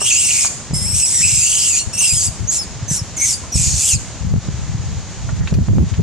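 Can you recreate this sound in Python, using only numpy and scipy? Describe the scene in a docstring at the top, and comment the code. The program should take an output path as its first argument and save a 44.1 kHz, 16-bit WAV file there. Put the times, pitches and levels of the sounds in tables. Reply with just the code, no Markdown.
"""A forest yard with wooden shelters: a macaque shrieks seven times, close to a hand-held camera.
Each shriek is two coupled oscillators: a high whistle beats against a lower fold vibration and turns to rasp.
Boards return early echoes, and huts and trees a noise tail. Cicadas drone in a wash of leaves, both filtered noise.
Puffs of air are lumpy low noise, handling thumps are short swings with a snap, knocks are grainy resonant bursts."""
import sys
import numpy as np
from scipy import signal
from scipy.fft import rfft, irfft, next_fast_len
from scipy.io import wavfile
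from scipy.ndimage import uniform_filter1d, map_coordinates

SR = 44100
rng = np.random.default_rng(int(sys.argv[2]) if len(sys.argv) > 2 else 0)


def inscribe(sig):
    """Save sig as 16-bit PCM at rate SR to the path in sys.argv[1].

    A 1-D sig is mono; a 2-D sig holds one channel per row.
    Samples are clipped to [-1, 1] before scaling.
    """
    pcm = np.round(np.clip(np.atleast_2d(sig).T, -1, 1) * 32767)
    wavfile.write(sys.argv[1], SR, pcm.astype(np.int16))


N = 265638
TIME = np.arange(N) / SR


def amp(db):
    """Decibels to gain."""
    return 10 ** (np.asarray(db) / 20)


def unit(x):
    """Scales to rms 1."""
    return x / np.sqrt(np.mean(x ** 2) + 1e-20)


def steady(x, size=400):
    """Holds the short-time rms at 1 over a window of size samples."""
    return x / np.sqrt(abs(uniform_filter1d(x ** 2, size)) + 1e-12)


def read(points, hz):
    """Reads a spectrum table on a log-frequency axis."""
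    f, value = np.transpose(points)
    return np.interp(np.log(hz + 1), np.log(f + 1), value)


def colour(x, points):
    """Filters by a table of (Hz, dB)."""
    n = x.shape[-1]
    size = next_fast_len(n + 1000)
    gain = amp(read(points, np.fft.rfftfreq(size, 1 / SR)))
    return irfft(rfft(x, size) * gain, size)[..., :n]


def wander(n, rate_hz):
    """Random drift of rms 1, rolled off above the rate."""
    hz = np.fft.rfftfreq(n, 1 / SR)
    return unit(irfft(rfft(rng.standard_normal(n)) / np.sqrt(1 + (hz / rate_hz) ** 4), n))


def hiss_at(hz, width_hz, n):
    """Noise in a resonance that follows hz."""
    angle = 2 * np.pi * np.cumsum(hz * np.ones(n)) / SR
    return unit(wander(n, width_hz / 2) * np.cos(angle) + wander(n, width_hz / 2) * np.sin(angle))


def ramp(t, length):
    """Smooth step from 0 to 1, centred on t = 0."""
    return .5 + .5 * np.sin(np.pi * np.clip(t / length, -.5, .5))


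def bump(t, s, half_length):
    """Bell of height 1 around time s."""
    return np.exp(-((t - s) / half_length) ** 2)


def add(mix, s, sound):
    """Mixes a sound in at time s."""
    part = mix[..., max(round(s * SR), 0):][..., :sound.shape[-1]]
    part += sound[..., :part.shape[-1]]


def monkey(left_db=-0.7, right_db=-0.47):
    """The shrieks come from the right, so they reach the left port a little later."""
    # one row a shriek: start_s, length_s, level_db, swell_db from start to end,
    # low throat resonance: throat_db, throat_swell_db; coupling of the two vibrations [ratio], roughness [0-1],
    # soft lead_s, soft tail_s, soft_db of both, rasp left in them [0-1]
    shriek_rows = [(0, 0.5, -15, -0.5, -24.5, -7, 1.08, 0.86, 0.054, 0.015, -3.5, 0.52),
                   (0.733, 1.116, -14.5, -1.5, -29.5, 5, 0.91, 0.74, 0.21, 0.05, -6.5, 0.37),
                   (1.926, 0.38, -16, -3.5, -36.5, -24.5, 0.66, 0.74, 0.055, 0.018, -8.5, 0.51),
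                   (2.469, 0.18, -17, 2.5, -48, 0, 2, 0.68, 0.042, 0.069, -6, 0),
                   (2.877, 0.14, -19.5, 0.5, -37, -16, 0.8, 0.73, 0.0263, 0.039, -3, 0.11),
                   (3.161, 0.22, -16.5, -2, -35.5, -23, 0.38, 0.87, 0.046, 0.04, -6.5, 0.3),
                   (3.517, 0.46, -16, 3, -33, 11, 0.88, 0.81, 0.034, 0.025, -4, 0.08)]
    # pitch of each shriek: time_s, whistle_hz, lower_vibration_hz
    pitch_curves = [
        [(0, 5400, 2750), (.05, 5740, 2886), (.092, 5480, 3205), (.113, 4300, 2565), (.19, 5100, 2890),
         (.25, 5484, 2700), (.33, 4450, 2560), (.4, 5160, 2398), (.485, 4606, 2344)],
        [(.735, 4985, 2190), (.762, 5400, 2102), (.788, 5180, 2050), (.84, 5293, 2012), (.895, 5415, 2800),
         (.92, 5380, 2200), (.955, 5730, 2606), (1.04, 5240, 2628), (1.06, 5155, 2508), (1.07, 5866, 1950),
         (1.11, 5094, 2193), (1.158, 6010, 2000), (1.183, 5460, 1897), (1.198, 5750, 1912), (1.215, 5290, 1850),
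         (1.226, 5120, 2600), (1.3, 5282, 2555), (1.43, 4757, 2598), (1.51, 4690, 3012), (1.68, 4970, 2945),
         (1.745, 4606, 2463), (1.775, 4330, 2700), (1.805, 4310, 2805)],
        [(1.925, 5650, 2720), (1.97, 5475, 2702), (1.997, 6600, 2720), (2.015, 5440, 2725), (2.06, 5246, 2850),
         (2.12, 4850, 2456), (2.165, 5230, 3285), (2.2, 4670, 3120), (2.265, 4900, 2675), (2.3, 4390, 2674)],
        [(2.468, 5930, 1490), (2.488, 6680, 1496), (2.505, 6620, 1475), (2.518, 5800, 1500),
         (2.575, 5730, 1544), (2.59, 5190, 1630), (2.615, 5327, 1470), (2.65, 4150, 1520)],
        [(2.878, 6430, 1840), (2.905, 5910, 1813), (2.965, 5610, 1522), (2.99, 5520, 1480), (3.015, 4940, 1500)],
        [(3.162, 7210, 2210), (3.19, 5860, 2150), (3.235, 6610, 2217), (3.28, 5780, 2170), (3.352, 4660, 2000),
         (3.37, 4800, 2000), (3.384, 4670, 2000)],
        [(3.517, 5470, 2416), (3.529, 5930, 2410), (3.555, 5280, 2465), (3.72, 4296, 2509), (3.83, 4610, 2648),
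         (3.885, 5200, 3297), (3.92, 4400, 2716), (3.939, 3950, 2555), (3.944, 5200, 2510), (3.975, 3960, 2480)],
    ]
    # bearing of the monkey as the camera turns: time_s, left_lag_samples
    bearing = [(0, 1.4), (2.5, 1.34), (3.6, 0.2)]
    # the camera body shades the left port: frequency_hz, gain_db
    left_shade = [(2700, -1.5), (4800, 0)]
    voice = np.zeros(N)
    for row, pitch in zip(shriek_rows, pitch_curves):
        add(voice, *shriek(row, pitch))
    lag = np.interp(TIME, *np.transpose(bearing))
    delayed = map_coordinates(voice, [np.arange(N) - lag], order=5)
    left = colour(delayed, left_shade)
    return np.array([amp(left_db) * left, amp(right_db) * voice]) + boards(voice)


def shriek(row, pitch, jitter=0.064, low_jitter=0.08, quaver=.033, rasp=0.77, flutter=0.48,
           low_rasp=0.62, low_rasp_width_hz=480, low_tear_db=2.5, tear_db=5.0, drain_db=-3.5,
           high_db=0.19, low_db=-1.26):
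    """Two coupled oscillators; with roughness their pitch jitters and the tones dissolve into chaos."""
    # sum and difference tones: multiple of the whistle, multiple of the lower vibration
    tone_multiples = [(1, 0), (2, 0), (1, 1), (2, -1), (2, 1), (1, -1)]
    # relative strength of each tone: strength_db
    tone_strengths = [9, 2, 6, 5.5, 1, -1.5]
    # lower skirt of the throat resonance: frequency_hz, gain_db
    throat_skirt = [(1650, -9.5), (2250, 0)]
    t, whistle_hz, lower_hz, coupling, rough, level_db, throat_db = gesture(row, pitch)
    n = len(t)
    rough, coupling = np.clip(rough, .01, 1), abs(coupling)

    # each vibration hops between neighbouring regimes and slips from cycle to cycle
    slip = .085 + rough ** 1.5 * np.minimum(coupling + .4, 1)
    hops = [1 + quaver * rough * (np.tanh(2 * wander(n, 35)) + .5 * wander(n, 120)) for _ in range(2)]
    whistle_ratio = hops[0] + jitter * slip * wander(n, 568)
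    lower_ratio = hops[1] + low_jitter * slip * wander(n, 414)
    whistle = 2 * np.pi * np.cumsum(whistle_hz * whistle_ratio) / SR
    lower = 2 * np.pi * np.cumsum(lower_hz * lower_ratio) / SR

    # each tone tears and returns on its own; the bare whistle gives way to the sum tones
    drained_db = drain_db * np.minimum(coupling, 1) ** 2
    tones = np.zeros(n)
    for (a, b), db in zip(tone_multiples, tone_strengths):
        tone_db = db + drained_db * (b == 0) + tear_db * rough * wander(n, 39)
        tones += amp(tone_db) * coupling ** abs(b) * np.cos(a * whistle + b * lower)

    chaos = np.clip(rasp * rough ** 1.42, 0, 1)
    turbulence = through_mouth(rng.standard_normal(n), t[0])
    high = np.sqrt(1 - chaos) * through_mouth(tones, t[0]) + np.sqrt(chaos) * turbulence
    low_hiss = low_rasp * np.sqrt(rough) * hiss_at(lower_hz, low_rasp_width_hz, n)
    low = steady(np.sqrt(1 - chaos) * np.cos(lower) + low_hiss)
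    low = colour(low, throat_skirt) * amp(low_tear_db * wander(n, 33))

    # rough stretches come in irregular bursts a few milliseconds long
    bursts = steady(np.exp(flutter * rough * np.tanh(wander(n, 280))), size=900)
    voice = amp(level_db + high_db) * high + amp(throat_db + low_db) * low
    fade = np.clip(np.minimum(t - t[0], t[-1] - t) / .002, 0, 1)
    return t[0], voice * bursts * fade


def gesture(row, pitch, attack_s=0.0097, release_s=0.04, break_s=0.0341, mend_s=0.044,
            throat_per_effort=4, clean_throat_db=-17.5):
    """Course of one shriek: soft lead-in, loud rasp, soft tail; the low resonance grows with effort."""
    # the vibrations lock and the rasp clears into a chord:
    # time_s, half_length_s, share cleared [0-1], extra effort_db
    locks = [(0.12, 0.022, 0.53, 1.1), (0.179, 0.031, 0.49, 0.76), (1.04, 0.02, 0.9, 0.7),
             (1.079, .013, 0.61, 0.5), (1.175, 0.035, 0.57, -0.1), (1.243, 0.019, 0.65, 2),
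             (1.43, 0.031, 0.36, 1), (1.723, 0.027, 0.58, -0.4), (1.997, 0.012, 0.57, 0.5),
             (2.05, 0.032, 0.19, 2.5), (2.115, 0.015, 0.76, 1.5), (2.181, 0.0266, 0.63, 1.5),
             (2.495, 0.013, 0.3, 7), (3.23, 0.03, 0.72, 1.7), (3.925, 0.0297, .55, 0.8)]
    # the effort falters: time_s, half_length_s, effort_db
    falters = [(0.799, 0.0095, -5), (0.969, .04, -1.5), (1.097, 0.045, -3), (3.745, 0.06, -3)]
    (start, length, level_db, swell_db, throat_db, throat_swell_db,
     coupling, rough, lead_s, tail_s, soft_db, soft_rasp) = row
    age = np.arange(0, length, 1 / SR)
    t, left, progress = start + age, length - age, age / length - .5
    s, whistle_hz, lower_hz = np.transpose(pitch)
    soft = 1 - ramp(age - lead_s, break_s) * ramp(left - tail_s, mend_s)
    broken = 1 - soft * (1 - soft_rasp)
    cleared = sum(share * bump(t, at, half) for at, half, share, _ in locks)
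    effort_db = sum(db * bump(t, at, half) for at, half, *_, db in locks + falters)
    edges_db = 20 * np.log10(np.clip(np.minimum(age / attack_s, left / release_s), 1e-3, 1))
    level_db = level_db + edges_db + swell_db * progress + effort_db + soft_db * soft
    throat_db = throat_db + edges_db + throat_swell_db * progress + throat_per_effort * effort_db
    throat_db = throat_db + clean_throat_db * (1 - broken)  # the low resonance closes as the rasp goes
    return (t, np.interp(t, s, whistle_hz), np.interp(t, s, lower_hz),
            coupling * broken, rough * broken * (1 - cleared), level_db, throat_db)


def through_mouth(x, start):
    """The mouth's resonances shift as it opens and closes over a shriek."""
    # mouth response before tuning: frequency_hz, relative gain_db
    mouth = [(1500, -28.5), (2500, -13), (3800, -11), (4500, -9), (5300, -3.5), (6100, 1), (7200, 4.5),
             (8200, 3), (9300, -3), (10500, -9.5), (12000, -18), (15500, -32.5)]
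    # tuning of the resonances: time_s, frequency ratio
    mouth_tuning = [(.07, 1.036), (.125, 0.99), (.24, 1.05), (.34, 0.99), (.4, 1.04), (.48, 0.94),
                    (.88, 1.134), (1.0, 1.065), (1.17, 1.01), (1.4, 1.02), (1.62, 1.06), (1.8, 0.97),
                    (1.95, 1.09), (2.55, 1), (2.95, 1.027), (3.28, 1.02), (3.6, 0.98), (3.73, .93),
                    (3.9, 1.074), (3.98, 0.88)]
    hz, frame_s, z = signal.stft(x, SR, nperseg=256)
    ratio = np.interp(start + frame_s, *np.transpose(mouth_tuning))
    gain = amp(read(mouth, hz[:, None] / ratio))
    return steady(signal.istft(z * gain, SR, nperseg=256)[1][:len(x)])


def boards(x, early_db=-4.5, early_s=0.0082, drift_hz=1.563):
    """Early echoes off posts and boards; the pattern drifts as the camera swings."""
    out = np.zeros((2, N))
    drift = 2 * np.pi * drift_hz * TIME
    for weight in (np.cos(drift), np.sin(drift)):
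        at = rng.integers(SR // 800, SR // 45, (2, 14))  # echo delays in samples, 14 a port
        taps = np.zeros((2, SR // 45))
        echoes = rng.choice([-1, 1], at.shape) * np.exp(-at / SR / early_s)
        np.put_along_axis(taps, at, echoes, 1)
        taps /= np.linalg.norm(taps, axis=1, keepdims=True)
        out += signal.oaconvolve((weight * x)[None], taps, axes=1)[:, :N]
    return amp(early_db) * out


def thumps(level_db=-1, ring_hz=230, stiffening=0.494, cycles=0.55, spread=0.16, snap_s=0.00027):
    """Each bump swings the casing once or twice; harder ones are quicker and snap at the peak."""
    # thumps on the camera: start_s, strength_db, snap_db relative to the strength
    bumps = [(0.706, -13, 6.5), (0.732, -7, -7), (0.757, -13.5, 1), (0.928, -15.5, -14),
             (2.824, -12.5, -21), (2.911, -10, -4), (3.015, -13, -20), (3.554, -8.5, -6), (3.946, -11, -7),
             (4.247, -11.5, -8), (4.336, -8, 2.5), (4.359, -10.5, -1), (4.484, -9, -3), (4.746, -11, -19),
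             (5.524, -7, -7), (5.585, -4.5, -14), (5.682, -8.5, 0.5), (5.781, -3.5, -8), (5.827, -9, -14)]
    out, t = np.zeros((2, N)), np.arange(SR // 10) / SR
    for (s, db, snap_db), detune in zip(bumps, rng.standard_normal((len(bumps), 2, 1))):
        hz = ring_hz * amp(stiffening * db)
        age = t * hz / cycles
        swing = age * np.exp(1 - age) * np.sin(2 * np.pi * hz * np.exp(spread * detune) * t)
        snap = amp(snap_db) * amp(db) * np.exp(-abs(t - cycles / hz) / snap_s)
        add(out, s, amp(db + level_db) * (swing - 2 * snap))
    return out


def buffeting(level_db=-1, lumps_db=3.0, fast_hz=175, fast_width_hz=80, fast_db=5):
    """Lumpy eddies, unrelated at each port; strong gusts add faster ones."""
    # colour of the eddies: frequency_hz, relative level_db per Hz
    eddy_colour = [(20, -46), (45, -5.5), (75, 4), (110, 1.5), (190, -9.5), (260, -31), (400, -33),
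                   (3000, -65)]
    strength = amp(level_db) * airflow()
    lumps = amp(lumps_db * wander(N, 19.7))
    eddies = steady(colour(rng.standard_normal((2, N)), eddy_colour) * lumps, size=3200)
    fast = np.array([hiss_at(fast_hz, fast_width_hz, N) for _ in range(2)])
    return strength * (eddies + amp(fast_db) * strength * fast)


def airflow(calm_db=-37, calm_rise_db_per_s=1.5, rise_s=0.018, fall_s=0.022):
    """Strength of the air at each port: a slowly growing calm, and gusts that rise, hold and die away."""
    # gusts and sways of air: start_s, length_s, level_db, swell_db from start to end, left_minus_right_db
    gusts = [(0.701, 0.29, -27, -2.5, 15), (1.186, .21, -26.5, 1.5, 9), (1.867, 0.026, -24, -1, 9.5),
             (2.128, 0.07, -23.5, -4, 10), (2.261, 0.031, -23, -2, 10), (2.397, 0.051, -21.5, -1, 10.5),
             (2.54, 0.41, -33, 12, 1), (3.546, 0.23, -17.5, -2.5, -1), (3.924, 0.041, -18, 4, -0.5),
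             (4.207, 0.16, -17, 10.5, 5), (4.459, 0.532, -22.5, 1.5, 4), (5.198, 0.25, -19.5, 9.5, -3),
             (5.516, 0.11, -11.5, -0.5, -0.5), (5.681, 0.16, -10, 1.5, -2), (5.904, 0.024, -18.5, 4, 9),
             (5.984, .04, -10.5, -5, 2)]
    power = amp(calm_db + calm_rise_db_per_s * TIME) ** 2 * np.ones((2, 1))
    for start, length, db, swell_db, pan_db in gusts:
        age = TIME - start
        shape = ramp(age, rise_s) * np.exp(-np.maximum(age - length, 0) / fall_s)
        gust = shape * amp(db + swell_db * (np.clip(age / length, 0, 1) - .5))
        power = power + (gust * amp([[pan_db / 2], [-pan_db / 2]])) ** 2
    return np.sqrt(power)


def overload(x, ceiling=0.44):
    """The microphone flattens the strongest pushes of air, which makes them crackle."""
    return x / (1 + (x / ceiling) ** 12) ** (1 / 12)


def crunches(width=1.0, grain_db=4):
    """Short grainy bursts in a broad resonance, as wide as width times its centre."""
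    # knocks and crunches on wood and litter: start_s, level_db, centre_hz, decay_s to -60 dB
    knocks = [(0.014, -18, 914, 0.037), (0.446, -25, 1079, 0.083), (2.012, -31.5, 823, 0.11),
              (3.435, -33, 794, 0.1), (5.289, -29, 1102, 0.067), (5.405, -34, 1298, 0.19),
              (5.473, -23, 2410, 0.055), (5.539, -31.5, 4510, 0.058), (5.936, -31, 2420, 0.073)]
    out, t = np.zeros(N), TIME[:SR // 4]
    attack = np.minimum(t / .001, 1) ** 2
    for s, db, hz, t60 in knocks:
        grains = unit(amp(grain_db * wander(len(t), 190)))
        burst = grains * hiss_at(hz, width * hz, len(t)) * attack
        add(out, s, amp(db - 60 * t / t60) * burst)
    return out + boards(out)


def yard(x):
    """Huts and trees leave a short diffuse tail: noise that dies away at its own pace in each band."""
    # decay of the yard: frequency_hz, decay_s to -60 dB
    decay = [(3000, 0.49), (7000, 0.64), (13000, 0.39)]
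    # level of the tail as the camera turns away from the huts: time_s, level_db
    tail_level = [(.5, -10), (1.9, -15), (2.7, -17), (4, -15.5)]
    noise = rng.standard_normal((2, SR)) * (TIME[:SR] > .012)  # the tail waits 12 ms
    hz, frame_s, z = signal.stft(noise, SR, nperseg=256)
    fading = amp(-60 * frame_s / read(decay, hz)[:, None])
    tail = signal.istft(z * fading, SR, nperseg=256)[1]
    wet = signal.fftconvolve(x, tail / np.linalg.norm(tail[0]), axes=1)[:, :N]
    return amp(np.interp(TIME, *np.transpose(tail_level))) * wet


def forest(wash_db=-33.5, insect_hz=6710, insect_db=-46):
    """A wash of leaves and far insects, with one narrow cicada drone."""
    # colour of the wash: frequency_hz, relative level_db per Hz
    wash_colour = [(30, -9.5), (150, 4), (400, -7.5), (800, -8), (1400, -12), (3500, -14.5), (5500, -12.5),
                   (6800, -7.5), (8000, -18), (10000, -32.5), (15500, -62)]
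    # left-right likeness of the wash: frequency_hz, correlation [-1 to 1]
    likeness = [(100, 0.99), (800, 0.92), (2800, 0.84), (6800, 0.12)]
    a, b = rfft(rng.standard_normal((2, N)))
    same = np.clip(read(likeness, np.fft.rfftfreq(N, 1 / SR)), -1, 1)
    noise = irfft(np.array([a, same * a + np.sqrt(1 - same ** 2) * b]), N)
    wash = unit(colour(noise, wash_colour))
    cicada = np.array([hiss_at(insect_hz + 30 * wander(N, 1), 110, N) for _ in range(2)])
    swell = amp(.4 * wander(N, 6))
    return amp(wash_db) * wash * swell + amp(insect_db) * cicada


def ducking(near, threshold_db=-19, slope=.7, recovery_db_per_s=130):
    """Gain that falls while near sounds are loud and recovers quickly."""
    power = abs(uniform_filter1d((near ** 2).mean(0), size=400))
    power_db = 10 * np.log10(power + 1e-12)
    fall = TIME * recovery_db_per_s
    held_db = np.maximum.accumulate(power_db + fall) - fall  # peaks held, then sinking steadily
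    over_db = np.maximum(held_db - threshold_db, 0)
    return amp(-slope * uniform_filter1d(over_db, size=200))


def scene():
    """Near sounds push the far ones down, so the yard's tail swells back after each shriek."""
    airborne = monkey() + crunches()
    near = airborne + overload(buffeting() + thumps())
    far = forest() + yard(airborne)
    return near + far * ducking(near)


def record(dry, edge_hz=15700):
    """Peaks are rounded just under full scale; then the recorder's band limit."""
    limited = dry / (1 + (dry / .92) ** 12) ** (1 / 12)
    lowpass = signal.firwin(511, edge_hz, window=("kaiser", 9), fs=SR)
    return signal.oaconvolve(limited, lowpass[None], "same")


dry = scene()
out = record(dry)
inscribe(out)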